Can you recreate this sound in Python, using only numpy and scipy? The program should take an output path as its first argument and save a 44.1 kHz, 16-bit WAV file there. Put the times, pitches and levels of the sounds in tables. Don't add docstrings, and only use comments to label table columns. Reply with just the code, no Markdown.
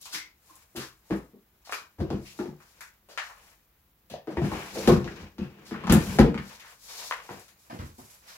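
import sys
import numpy as np
from scipy import signal
from scipy.fft import rfft, irfft, next_fast_len
from scipy.io import wavfile
from scipy.ndimage import uniform_filter1d

SR = 44100
rng = np.random.default_rng(int(sys.argv[2]) if len(sys.argv) > 2 else 0)


def to_linear_factor(level_db):
    exponent = np.asarray(level_db, float) / 20
    return 10 ** exponent


def inscribe(sig):
    pcm = np.round(np.clip(np.atleast_2d(sig).T, -1, 1) * 32767)
    wavfile.write(sys.argv[1], SR, pcm.astype(np.int16))


N = 369100
SIZE = 20480
HZ = np.fft.rfftfreq(SIZE, 1 / SR)

# [f/Hz, width/Hz, level/dB]
BELLY_MODES = [(130, 57, -11), (149.4, 13.3, 0), (196.3, 15, 1.5), (242, 29, -8)]
# [f/Hz, width/Hz, level/dB]
FRAME_MODES = [(54.3, 20, 1), (83.6, 20, 2.5)]
# [f/Hz, width/Hz, level/dB]
WALL_MODES = [(315.8, 63, -1), (357, 15.3, 1), (400, 20, -4.5), (472, 63, -4.5), (507, 41, -4),
              (800, 244, -15.5)]
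# [f/Hz, level/dB]
AIR_COLOUR = [(3000, -37.5), (7000, 0.5), (9000, -2.5), (12000, 1), (16000, -11.5)]


def unit(x):
    return x / np.sqrt(np.mean(x ** 2) + 1e-20)


def peak_one(response):
    return response / np.abs(irfft(response)).max()


def along(points, hz):
    f, v = np.transpose(points)
    return np.interp(np.log(hz + 1), np.log(f + 1), v)


def filtered(x, response):
    size = next_fast_len(N + SR // 2)
    spectrum = rfft(x, size) * response(np.fft.rfftfreq(size, 1 / SR))
    return irfft(spectrum, size)[:, :N]


def even(spectrum, size):
    return spectrum / np.sqrt(np.abs(uniform_filter1d(np.abs(spectrum) ** 2, size)) + 1e-20)


def modes(table, hz):
    total = 0
    for k, (centre, width, db) in enumerate(table):
        resonance = 1j * hz * width / (centre * centre - hz * hz + 1j * hz * width)
        total = total + (-1) ** k * to_linear_factor(db) * resonance
    return total


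def steep(table, hz, low_hz, high_hz):
    return modes(table, hz) / (1 + 1j * hz / high_hz) ** 2 / (1 + low_hz / (1j * hz + 0.0011)) ** 2


def causal(points, hz):
    cepstrum = irfft(np.log(to_linear_factor(along(points, hz))))
    cepstrum[1:len(hz) - 1] *= 2
    cepstrum[len(hz):] = 0
    return np.exp(rfft(cepstrum))


def ports(hz):
    # [f/Hz, correlation]
    likeness = [(100, .985), (300, .93), (600, .72), (1200, .25), (8000, .1)]
    turn = np.arccos(np.clip(along(likeness, hz), -1, 1)) / 2
    return np.array([np.cos(turn), np.sin(turn)])


def stereo(pair, gain):
    mid, side = filtered(pair, lambda hz: gain(hz) * ports(hz))
    return unit(np.array([mid + side, mid - side]))


def tails(count, onset):
    # [f/Hz, t60/s]
    decay = [(60, 0.39), (200, 0.25), (1000, 0.34), (4000, 0.28), (12000, 0.23)]
    # [f/Hz, level/dB]
    wet_colour = [(60, -2.5), (250, -3), (700, 3), (3000, 4.5), (12000, 0)]
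    f, t = np.fft.rfftfreq(256, 1 / SR), np.arange(130) * 128 / SR
    z = rng.standard_normal((count, 2, len(f), len(t), 2)) @ [1, 1j]
    fading = z * to_linear_factor(-60 * t / along(decay, f)[:, None])
    tail = signal.istft(fading, SR, nperseg=256)[1]
    tail *= 1 - np.exp(-np.arange(tail.shape[-1]) / SR / onset)
    pairs = even(rfft(tail, SIZE), size=40) * ports(HZ) * to_linear_factor(along(wet_colour, HZ))
    mid, side = pairs[:, 0], pairs[:, 1]
    return np.stack([mid + side, mid - side], axis=1)


def room(tail, early):
    echoes = np.zeros(tail.shape[:2] + (SIZE,))
    delay = rng.uniform(.003, .028, tail.shape[:2] + (7,))
    level = early * to_linear_factor(-260 * delay) * rng.choice([-1, 1], delay.shape)
    np.put_along_axis(echoes, (delay * SR).astype(int), level, axis=2)
    return 1 + rfft(echoes) * HZ ** 2 / (HZ ** 2 + 600 ** 2) + tail


def contacts(table, body, click, chatter, rise, t60, wet_db):
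    t = np.arange(SIZE // 6) / SR
    fade = np.clip(4 - 5 * np.arange(SIZE) / SIZE, 0, 1)
    out = np.zeros((2, N + SIZE))
    pool = room(to_linear_factor(wet_db) * tails(count=6, onset=0.0019), early=0.53)
    for k, (s, *row) in enumerate(table):
        burst = rng.standard_normal(len(t)) * to_linear_factor(-60 * t / t60) * (1 - np.exp(-t / rise))
        force = click + chatter * even(rfft(burst, SIZE), size=40)
        heard = irfft(force * body(*row) * pool[k % len(pool)])
        out[:, round(s * SR):][:, :SIZE] += fade * heard
    return out[:, :N]


def rim(hz, share):
    return peak_one(steep([(hz, share * hz, 0)], HZ, hz / (1 + 4 * share), hz * (1 + 3.7 * share)))


def plastic_top(clack_db, tick_db):
    # [f/Hz, level/dB]
    clack = [(400, -52), (750, 0), (1100, 7), (1700, 7.5), (2600, -2.5), (4500, -20), (9000, -69)]
    # [f/Hz, level/dB]
    tick = [(1500, -32), (3000, 4), (5000, 11), (7500, 4), (8500, -1.5), (12000, 3), (16000, -10)]
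    return to_linear_factor(clack_db) * peak_one(causal(clack, HZ)) + to_linear_factor(tick_db) * peak_one(causal(tick, HZ))


def sharp_edge(air_db):
    # [f/Hz, level/dB]
    edge = [(1200, -45), (2500, 5), (3500, 5.5), (6500, -1), (8000, -18), (14000, -29.5)]
    return peak_one(causal(edge, HZ)) + to_linear_factor(air_db) * peak_one(causal(AIR_COLOUR, HZ))


def hollow_tub(weight_db, walls_db):
    # [f/Hz, width/Hz, level/dB]
    low_room_ring = [(132, 4.7, -2), (165, 8.4, -4), (201.7, 7.9, -4.5), (232.3, 8.4, 0)]
    # [f/Hz, width/Hz, level/dB]
    upper_room_ring = [(312, 5.3, -2), (355, 9.2, 1), (393, 6.4, -3), (491.5, 11, -9)]
    belly = peak_one(steep(BELLY_MODES, HZ, 90, 320)) + to_linear_factor(-9) * peak_one(modes(low_room_ring, HZ))
    frame = peak_one(steep(FRAME_MODES, HZ, 55, 110))
    walls = peak_one(steep(WALL_MODES, HZ, 250, 540)) + to_linear_factor(-11) * peak_one(modes(upper_room_ring, HZ))
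    return belly + to_linear_factor(weight_db) * frame + to_linear_factor(walls_db) * walls


def light_body(air_db):
    edge = sharp_edge(air_db)
    return lambda db, hz, share, edge_db: to_linear_factor(db - 6.5) * (rim(hz, share) + to_linear_factor(edge_db + 9.5) * edge)


def dull_body(db, hz, share, hard_db):
    return to_linear_factor(db - 3.5) * (rim(hz, share) + plastic_top(hard_db + 1.57, 0.94 * hard_db - 2.3))


def edge_body(db, air_db):
    return to_linear_factor(db) * sharp_edge(air_db)


def single_mode(hz, width_hz):
    return modes([(hz, width_hz, 0)], HZ)


def quiet_room():
    # [f/Hz, level/dB per Hz]
    floor_colour = [(20, -21.5), (50, 0), (90, -6.5), (160, -12.5), (400, -22.5), (1200, -20.5),
                    (4000, -28.5), (8000, -47.5), (10000, -32), (12000, -23.5), (15800, -20)]
    floor_db = -64.5 - 0.5
    noise = rng.standard_normal((2, N))
    return to_linear_factor(floor_db) * stereo(noise, lambda hz: to_linear_factor(along(floor_colour, hz)))


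def strokes(table, rise_db_per_s, fall_db_per_s):
    start, length, db, *trims_db = np.transpose(table)[:, :, None]
    t = np.arange(0, N, 64) / SR
    swell_db = rise_db_per_s * np.maximum(start - t, 0)
    fade_db = fall_db_per_s * np.maximum(t - start - length, 0)
    shape_db = db - swell_db - fade_db
    gains = [np.linalg.norm(to_linear_factor(shape_db + trim), axis=0) for trim in (0, *trims_db)]
    return [np.interp(np.arange(N) / SR, t, gain) for gain in gains]


def slips(rate, spread_db, life):
    size_db = spread_db * np.minimum(rng.exponential(size=N), 3.5)
    starts = (rng.random(N) < rate / SR) * to_linear_factor(size_db)
    gate = signal.lfilter([1], [1, -np.exp(-1 / (life * SR))], starts)
    return unit(gate) * rng.standard_normal((2, N))


def rubbing():
    # [start t/s, length/s, hiss level/dB, coarse drag re hiss/dB, fibre re hiss/dB]
    rustle_strokes = [(0.03, 0.061, -52, -13, -5), (0.125, 0.018, -53, -2, -12), (0.47, 0.16, -72, 3, 5.5),
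                      (0.785, 0.096, -75.5, 6, 15), (1.06, 0.02, -80, 8, -10), (1.12, 0.041, -65, 1, 4),
                      (1.73, 0.049, -62, 5, 2), (2.26, 0.15, -61, -5.5, -1), (2.63, 0.25, -69.5, 0, -1),
                      (3.24, 0.054, -58, -16, -7), (3.36, 0.16, -71, 5.5, 3), (4.46, 0.21, -65, -2, 8),
                      (4.76, 0.16, -51, -1, 0), (6.0, 0.16, -60.5, -22, 11), (6.46, 0.093, -57, 5, -5),
                      (6.66, 0.072, -65, 5, 3), (6.84, 0.03, -58, -8, 1), (6.9, 0.055, -48, -5, -4),
                      (6.99, 0.1, -45.5, -5, -5), (7.14, 0.03, -62, 15, -1.5), (7.25, 0.17, -60, 3.5, -0.5),
                      (7.52, 0.158, -72.5, 0.5, 4.5), (7.75, 0.15, -66, -1, 3), (8.0, 0.159, -64.5, 0, 6),
                      (8.28, 0.1, -59, 1, -2)]
    # [start t/s, length/s, scrape level/dB, tub load re scrape/dB, speed hiss re scrape/dB]
    slide_strokes = [
        (2.11, 0.056, -59, 0, -11.5),
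        (2.43, 0.031, -65, 15, 0),
        (4.39, 0.23, -49, -1, -18),
        (4.52, 0.2, -49, 0, -9.5),
        (4.78, 0.16, -46, 8.5, -5),
        (5.06, 0.18, -50, 4.5, -9.5),
        (5.42, 0.31, -62.5, 10.5, -14),
        (5.76, 0.15, -50, 12.5, -30),
        (5.96, 0.21, -44.5, 2, -8),
        (6.2, 0.1, -54.5, 24, -19),
    ]
    # [f/Hz, width/Hz, level/dB]
    runner_modes = [(470, 112, -5), (650, 118, 1), (870, 533, 1.5), (1050, 364, 3.5), (1620, 780, -6.5),
                    (2390, 350, -2), (2900, 680, -8.5)]
    # [f/Hz, level/dB]
    hiss_colour = [(1800, -32), (3200, -5.5), (3800, 0), (5500, 0.5), (7300, -8), (8300, -20.5),
                   (12000, -21)]
    # [tub, drag, hiss, air level/dB]
    stir_db = [-74, -81, -84, -81]
    runner, load, speed = strokes(slide_strokes, rise_db_per_s=253.5, fall_db_per_s=228.5)
    cloth, coarse, fine = strokes(rustle_strokes, rise_db_per_s=247, fall_db_per_s=192)

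    def tub(hz):
        walls, frame = steep(WALL_MODES, hz, 337, 566), steep(FRAME_MODES, hz, 40, 127.8)
        return steep(BELLY_MODES, hz, 90, 320) + 0.96 * walls + 0.31 * frame

    rumble = stereo(slips(rate=170, spread_db=-4.0, life=0.017), tub)
    scrape = stereo(slips(rate=320, spread_db=2.5, life=0.03), lambda hz: steep(runner_modes, hz, 360, 6800))
    wool = slips(rate=1500, spread_db=-2.0, life=0.012)
    hiss = stereo(wool, lambda hz: to_linear_factor(along(hiss_colour, hz)))
    air = stereo(wool, lambda hz: to_linear_factor(along(AIR_COLOUR, hz)))
    tub_stir, drag_stir, hiss_stir, air_stir = to_linear_factor(stir_db)
    out = (load + to_linear_factor(-24) * coarse + tub_stir) * to_linear_factor(-3.0) * rumble
    out += (runner + coarse + drag_stir) * to_linear_factor(1.27) * scrape
    out += (speed + cloth + hiss_stir) * to_linear_factor(1.0) * hiss
    out += (to_linear_factor(-19) * speed + fine + air_stir) * air
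    return out


def thuds():
    # [t/s, level/dB, f/Hz, width share, hardness/dB]
    thud_events = [
        (0.751, -33, 307, 0.32, -22),
        (1.102, -22.5, 330, 0.16, -20),
        (1.334, -43, 215, 0.28, -30),
        (7.293, -31, 440, 0.79, -17),
        (7.305, -35, 172.4, 0.58, -4),
        (7.699, -37, 223, 0.7, 0.5),
        (7.729, -30.5, 166, 1, -17),
        (7.79, -27.5, 102, 0.8, -9.5),
        (7.82, -37.5, 101.5, 1, -13),
        (7.983, -37, 132, 0.85, -14.5),
    ]
    return contacts(thud_events, dull_body, click=0.7, chatter=1.15, rise=0.00099, t60=0.14, wet_db=5.5)


def brushes():
    # [t/s, level/dB, fine edge re brush/dB]
    brush_events = [
        (0.009, -70.5, 18),
        (0.125, -49.5, 15.5),
        (0.789, -31, -9),
        (1.646, -47, -1.5),
        (1.71, -37.5, 0),
        (2.25, -55, 5.5),
        (3.09, -44.5, -5.5),
        (5.65, -47, 0),
        (6.649, -40.5, -13.5),
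        (8.27, -41.5, -6),
    ]
    body = lambda db, fine_db: to_linear_factor(db + 2.0) * plastic_top(0, fine_db + 15.0)
    return contacts(brush_events, body, click=0, chatter=0.98, rise=0.0095, t60=0.19, wet_db=2.0)


def scuffs():
    # [t/s, level/dB, f/Hz, width share, edge re drag/dB]
    scuff_events = [
        (2.25, -30, 2580, 0.23, -19.5),
        (4.098, -37.5, 520, 0.41, 0.5),
        (6.603, -34, 1800, 0.21, -14.5),
        (4.745, -20.5, 490, 0.19, -27.5),
    ]
    return contacts(scuff_events, light_body(air_db=-11.5), click=0, chatter=1.2, rise=0.0083, t60=0.21, wet_db=1.5)


def snaps():
    # [t/s, level/dB, f/Hz, width share, edge re snap/dB]
    snap_events = [(0.057, -40, 1050, 0.3, -2.5), (0.146, -22.5, 1960, 0.47, -36),
                   (0.496, -50, 1050, 0.04, -25), (0.558, -54, 1200, 0.4, -40),
                   (0.763, -42.5, 525, 0.84, 7.5), (1.724, -24, 1260, 0.34, -31),
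                   (2.603, -42.5, 1240, 0.42, -17), (2.808, -29.5, 1620, 0.63, -10.5),
                   (3.088, -41, 540, 0.41, -13.5), (3.176, -15, 1580, 0.75, -27),
                   (3.298, -35.5, 1050, 0.64, -17), (4.1, -46, 614, 0.42, -1),
                   (6.598, -32.5, 2440, 0.58, -14.5), (7.111, -27, 1200, 0.97, -45),
                   (7.397, -52, 1670, 0.66, -13.5), (7.482, -43.5, 1630, 0.94, -5.5)]
    return contacts(snap_events, light_body(air_db=2.0), click=1.37, chatter=0.22, rise=0.00013, t60=0.016,
                    wet_db=6.5)


def cracks():
    # [t/s, level/dB, air re crack/dB]
    crack_events = [
        (0.146, -54.5, -2.5),
        (0.556, -66.5, 22),
        (1.724, -42, 6),
        (4.518, -48, 5),
        (5.383, -51.5, -20),
        (5.899, -45.5, 3.5),
        (5.924, -32, 17),
        (7.397, -61, 17),
        (7.789, -47, -10.5),
    ]
    return contacts(crack_events, edge_body, click=2.91, chatter=0.92, rise=.001, t60=0.03, wet_db=-3.0)


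def taps():
    # [t/s, level/dB, f/Hz]
    tap_events = [(0.056, -29, 5970), (0.628, -52, 7500), (4.372, -33.5, 1990), (5.79, -42, 2000),
                  (5.838, -32.5, 1100), (5.843, -32.5, 2400), (5.898, -15, 3500), (7.117, -27, 1210),
                  (7.124, -20.5, 1810), (7.203, -35, 2000), (5.654, -46, 5500), (5.87, -32, 4000),
                  (7.291, -32, 1000), (4.138, -42, 3500)]
    body = lambda db, hz: to_linear_factor(db) * peak_one(single_mode(hz, .9 * hz) ** 2)
    return contacts(tap_events, body, click=1, chatter=.15, rise=0.00029, t60=.006, wet_db=-8)


def shivers():
    # [t/s, level/dB, f/Hz, width share]
    shiver_events = [
        (0.17, -40, 2080, .12),
        (2.81, -47, 1680, .4),
        (4.1, -45, 1800, 0.24),
        (5.39, -41, 2580, .3),
    ]
    body = lambda db, hz, share: to_linear_factor(db) * peak_one(single_mode(hz, share * hz) ** 2)
    return contacts(shiver_events, body, click=0, chatter=1.3, rise=.006, t60=.3, wet_db=0.0)


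def pings():
    # [t/s, level/dB, f/Hz, width share]
    ping_events = [(0.5, -61.5, 314, 0.11), (1.336, -45.5, 393, 0.18), (1.722, -38.5, 416, 0.51),
                   (4.098, -45.5, 560, .5), (4.136, -27.5, 570, 0.43), (4.157, -39.5, 600, 0.72),
                   (4.198, -52, 560, 0.45), (4.277, -39, 596, 0.51), (4.296, -33, 650, 0.61),
                   (4.516, -27, 910, 0.48), (4.875, -20, 713, 0.4), (4.877, -16, 490, 0.2),
                   (4.898, -20, 483, 0.26), (4.89, -21.5, 1090, 0.16), (5.742, -27, 1250, 0.85),
                   (5.838, -30, 1050, 0.63), (5.92, -16, 516, 0.33), (6.226, -21, 279.3, 0.2),
                   (7.7, -34, 710, 0.44), (7.985, -41, 800, 0.55), (0.165, -40, 2060, .25),
                   (6.188, -11, 445, .3), (6.24, -25, 454, 0.085), (5.898, -25.5, 198.3, 0.48),
                   (1.11, -26.5, 248, 0.48)]
    body = lambda db, hz, share: to_linear_factor(db) * peak_one(rim(hz, share) ** 2)
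    return contacts(ping_events, body, click=0.297, chatter=1.24, rise=0.0041, t60=.03, wet_db=-4)


def pushes():
    # [t/s, level/dB, frame weight/dB, wall share/dB, hardness/dB]
    push_events = [(0.125, -49.5, -22, 6, 18.5), (0.755, -34, -7, 3.5, 3.5), (1.982, -34, 14, 5, -7),
                   (2.122, -26, -1, -12, -14.5), (2.461, -31.5, -13.5, -9, -16),
                   (4.098, -39.5, -5, -1, -24), (4.301, -34.5, -33, -0.5, -4), (4.415, -25.5, -3, -1.5, -8),
                   (4.438, -27.5, -13, 0.5, -3.5), (4.548, -33.5, -13.5, -6, -11),
                   (4.748, -49, -21.5, 21.5, -8), (5.041, -36, 4, 7, -8), (5.198, -40, 3.5, -15, -12),
                   (5.413, -30, -27, -12, -9), (6.076, -27, 4, -22, -15)]

    def body(db, weight_db, walls_db, hard_db):
        top = plastic_top(hard_db + 3.0, 1.63 * hard_db + 5.5)
        return to_linear_factor(db - 4.0) * (hollow_tub(weight_db - 3.0, walls_db - 0.6) + top)

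    return contacts(push_events, body, click=0, chatter=1.25, rise=0.012, t60=0.12, wet_db=-2.0)


def grinds():
    # [t/s, level/dB, air re grind/dB]
    grind_events = [(4.372, -54, -17.5), (4.877, -31.5, 4), (5.868, -40, -9), (5.897, -24, -10.5),
                    (5.914, -41, -0.5), (5.919, -31.5, 3), (5.945, -43, 13), (6.19, -27, -3.5),
                    (0.012, -57, 16), (0.056, -58, 9), (4.099, -47, -14), (4.137, -45.5, -16),
                    (5.384, -48, -21)]
    return contacts(grind_events, edge_body, click=0, chatter=3.36, rise=.003, t60=0.017, wet_db=-4.5)


def catches():
    # [t/s, level/dB, f/Hz, width share, edge re catch/dB]
    catch_events = [(1.695, -27.5, 684, 0.73, -21), (1.724, -21, 1310, 0.66, -32),
                    (1.731, -29, 1490, 0.93, -28), (7.111, -15, 1130, 0.49, -41),
                    (7.124, -24, 1280, 0.62, -28), (7.293, -29, 694, 0.51, -35),
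                    (2.104, -29, 692, 0.25, -14.5), (4.371, -22, 610, 0.75, -26.5),
                    (4.518, -36, 830, 0.26, -24), (4.537, -29, 1050, 0.11, -14),
                    (4.875, -16, 690, 0.26, -7.5), (5.044, -33.5, 627, 0.66, -5.5),
                    (5.077, -25.5, 1650, 0.43, -29), (5.871, -23, 947, .7, -16.5),
                    (5.896, -17.5, 810, 0.29, -16.5), (5.924, -11.5, 775, 0.98, -11.5),
                    (6.188, -9, 810, 0.44, -35), (6.344, -21.5, 945, 1, -36), (6.377, -24, 2130, 0.35, -33),
                    (1.674, -39, 705, .6, -21), (1.729, -23, 2510, 0.078, -26),
                    (2.009, -37, 900, 0.66, -22), (2.412, -35, 850, 0.14, -26.5),
                    (2.458, -37.5, 900, 0.39, -22), (4.373, -27.5, 2000, 0.15, -34),
                    (4.418, -24, 680, 0.34, -25), (4.593, -38, 595, 0.49, -22.5),
                    (5.877, -22.5, 958, .3, -22.5), (6.192, -11.5, 900, 1, -22),
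                    (6.648, -39, 1000, 0.42, -22), (7.137, -32, 1200, 0.64, -24.5)]
    return contacts(catch_events, light_body(air_db=-19.5), click=1.7, chatter=0.97, rise=0.0012, t60=0.011,
                    wet_db=-4.0)


def booms():
    # [t/s, level/dB, f/Hz, width share, hardness/dB]
    boom_events = [(2.009, -26, 324, 0.12, -27), (2.131, -24, 324, 0.12, -26.5),
                   (2.408, -34.5, 350, 0.071, -24), (2.457, -32, 353, 0.082, -15),
                   (4.383, -29, 347, 0.093, -21), (4.419, -19.5, 146, .25, -24),
                   (4.442, -18.5, 171, 0.23, -31), (4.877, -15.5, 353, 0.098, -33),
                   (4.886, -18, 223, 0.081, -33), (4.92, -13.5, 165, 0.18, -26),
                   (4.936, -20, 355, 0.077, -31), (5.924, -17, 165, 0.199, -22),
                   (5.953, -15.5, 232, 0.18, -28), (6.197, -7.5, 222, 0.16, -31),
                   (6.225, -11.5, 232, 0.13, -27)]
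    return contacts(boom_events, dull_body, click=1.55, chatter=0.26, rise=0.0017, t60=0.025, wet_db=-1)


def tones():
    # [t/s, level/dB, f/Hz, t60/s]
    tone_events = [(1.108, -24.5, 318, 0.18), (1.124, -25, 199, .18), (1.11, -37.5, 60.2, 0.38),
                   (4.369, -32, 930, 0.057), (4.518, -28.5, 840, .04), (4.876, -18, 258, 0.077),
                   (4.877, -12.5, 355, 0.32), (4.877, -19, 734, 0.056), (4.93, -22.5, 183.2, 0.26),
                   (5.416, -24.5, 196, .1), (5.898, -10, 198, 0.082), (5.9, -20.5, 81, 0.37),
                   (5.924, -10, 170, .08), (5.95, -7.5, 210, .1), (5.978, -16.5, 165, 0.15),
                   (6.196, -11.5, 218, 0.15), (6.25, -26.5, 472, .36), (6.275, -24.5, 235.4, 0.37),
                   (6.25, -29, 137, 0.28), (6.34, -30.5, 208.5, .3), (5.935, -21, 345, .25),
                   (6.285, -28, 300, .3), (6.31, -41, 550, .25), (6.075, -28, 190, .25),
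                   (4.9, -20, 397, .15), (2.39, -38, 1400, .03)]

    def body(db, hz, t60):
        width_hz = np.log(1000) / np.pi / t60
        return to_linear_factor(db) * peak_one(single_mode(hz, width_hz) / (1 + 1j * HZ / hz) ** 2)

    return contacts(tone_events, body, click=0.95, chatter=.05, rise=.001, t60=0.0089, wet_db=-9)


def knocks():
    # [t/s, level/dB, frame weight/dB, wall share/dB, hardness/dB], last three re blow
    knock_events = [(1.108, -29, -25, 1, 3), (1.124, -39.5, -19, -2, 9), (2.004, -23, -2.5, -2.5, -12),
                    (2.103, -21, -24, -7, -13.5), (2.39, -28.5, -29, 1, -2.5), (4.273, -35, -40, 4.5, 1.5),
                    (4.37, -29, -1, 2.5, -22), (4.517, -28.5, -12.5, 0.5, -5), (4.875, -9.5, -14, -6.5, -5),
                    (4.919, -14, -16, -10.5, -7.5), (5.383, -30, -13, -5, -6.5), (5.711, -29, -19, -3.5, 0),
                    (5.74, -33.5, -21, -30, -2), (5.839, -28.5, -19, -9.5, -8),
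                    (5.872, -24.5, -30, -18, -4), (5.898, -15, -9.5, -7.5, 2), (5.923, -8, -19, -16.5, -10),
                    (5.949, -17, -27, -9.5, -14), (6.187, -6.5, -16, -8.5, -7), (6.224, -28, -3.5, -15, -3),
                    (6.345, -31.5, -15.5, -7, -9), (6.377, -29.5, -13.5, -17.5, 3)]

    def body(db, weight_db, walls_db, hard_db):
        top = plastic_top(hard_db + 0.52, 0.37 * hard_db - 7.5)
        return to_linear_factor(db - 8.5) * (hollow_tub(weight_db + 6.5, walls_db + 3) + top)

    return contacts(knock_events, body, click=1.51, chatter=1.0, rise=0.018, t60=0.033, wet_db=2.5)


def suppressed(x, knee_db, slope):
    level = np.sqrt(np.abs(uniform_filter1d(np.mean(x ** 2, 0), size=900)))
    return x * (level / (level + to_linear_factor(knee_db))) ** slope


def scene():
    # [f/Hz, level/dB]
    left_db = [(100, 2.5), (500, 2), (4000, 4), (12000, 3)]
    lead_s = 5 / SR
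    away_s, away_lag = 7.5, 17
    hits = thuds() + brushes() + scuffs() + snaps() + cracks() + taps() + shivers() + pings()
    hits += pushes() + grinds() + catches() + booms() + tones() + knocks()
    near = suppressed(hits, knee_db=-62.0, slope=0.47) + rubbing()

    def lean(hz):
        half = to_linear_factor(along(left_db, hz) / 2) * np.exp(1j * np.pi * hz * lead_s)
        return half ** np.array([[1], [-1]])

    away = near * np.clip((np.arange(N) / SR - away_s) * 10, 0, 1)
    passing = np.array([np.pad(away[0], (away_lag, 0))[:N], away[1]])
    return filtered(near - away, lean) + passing + quiet_room()


def band_limit(x):
    return signal.sosfilt(signal.butter(12, 16690, fs=SR, output="sos"), x)


def record(dry):
    band = filtered(dry, lambda hz: hz < 15850)
    mix = band / (1 + np.abs(band / 1.1) ** 6) ** (1 / 6)
    return band_limit(mix)


dry = scene()
out = record(dry)
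inscribe(out)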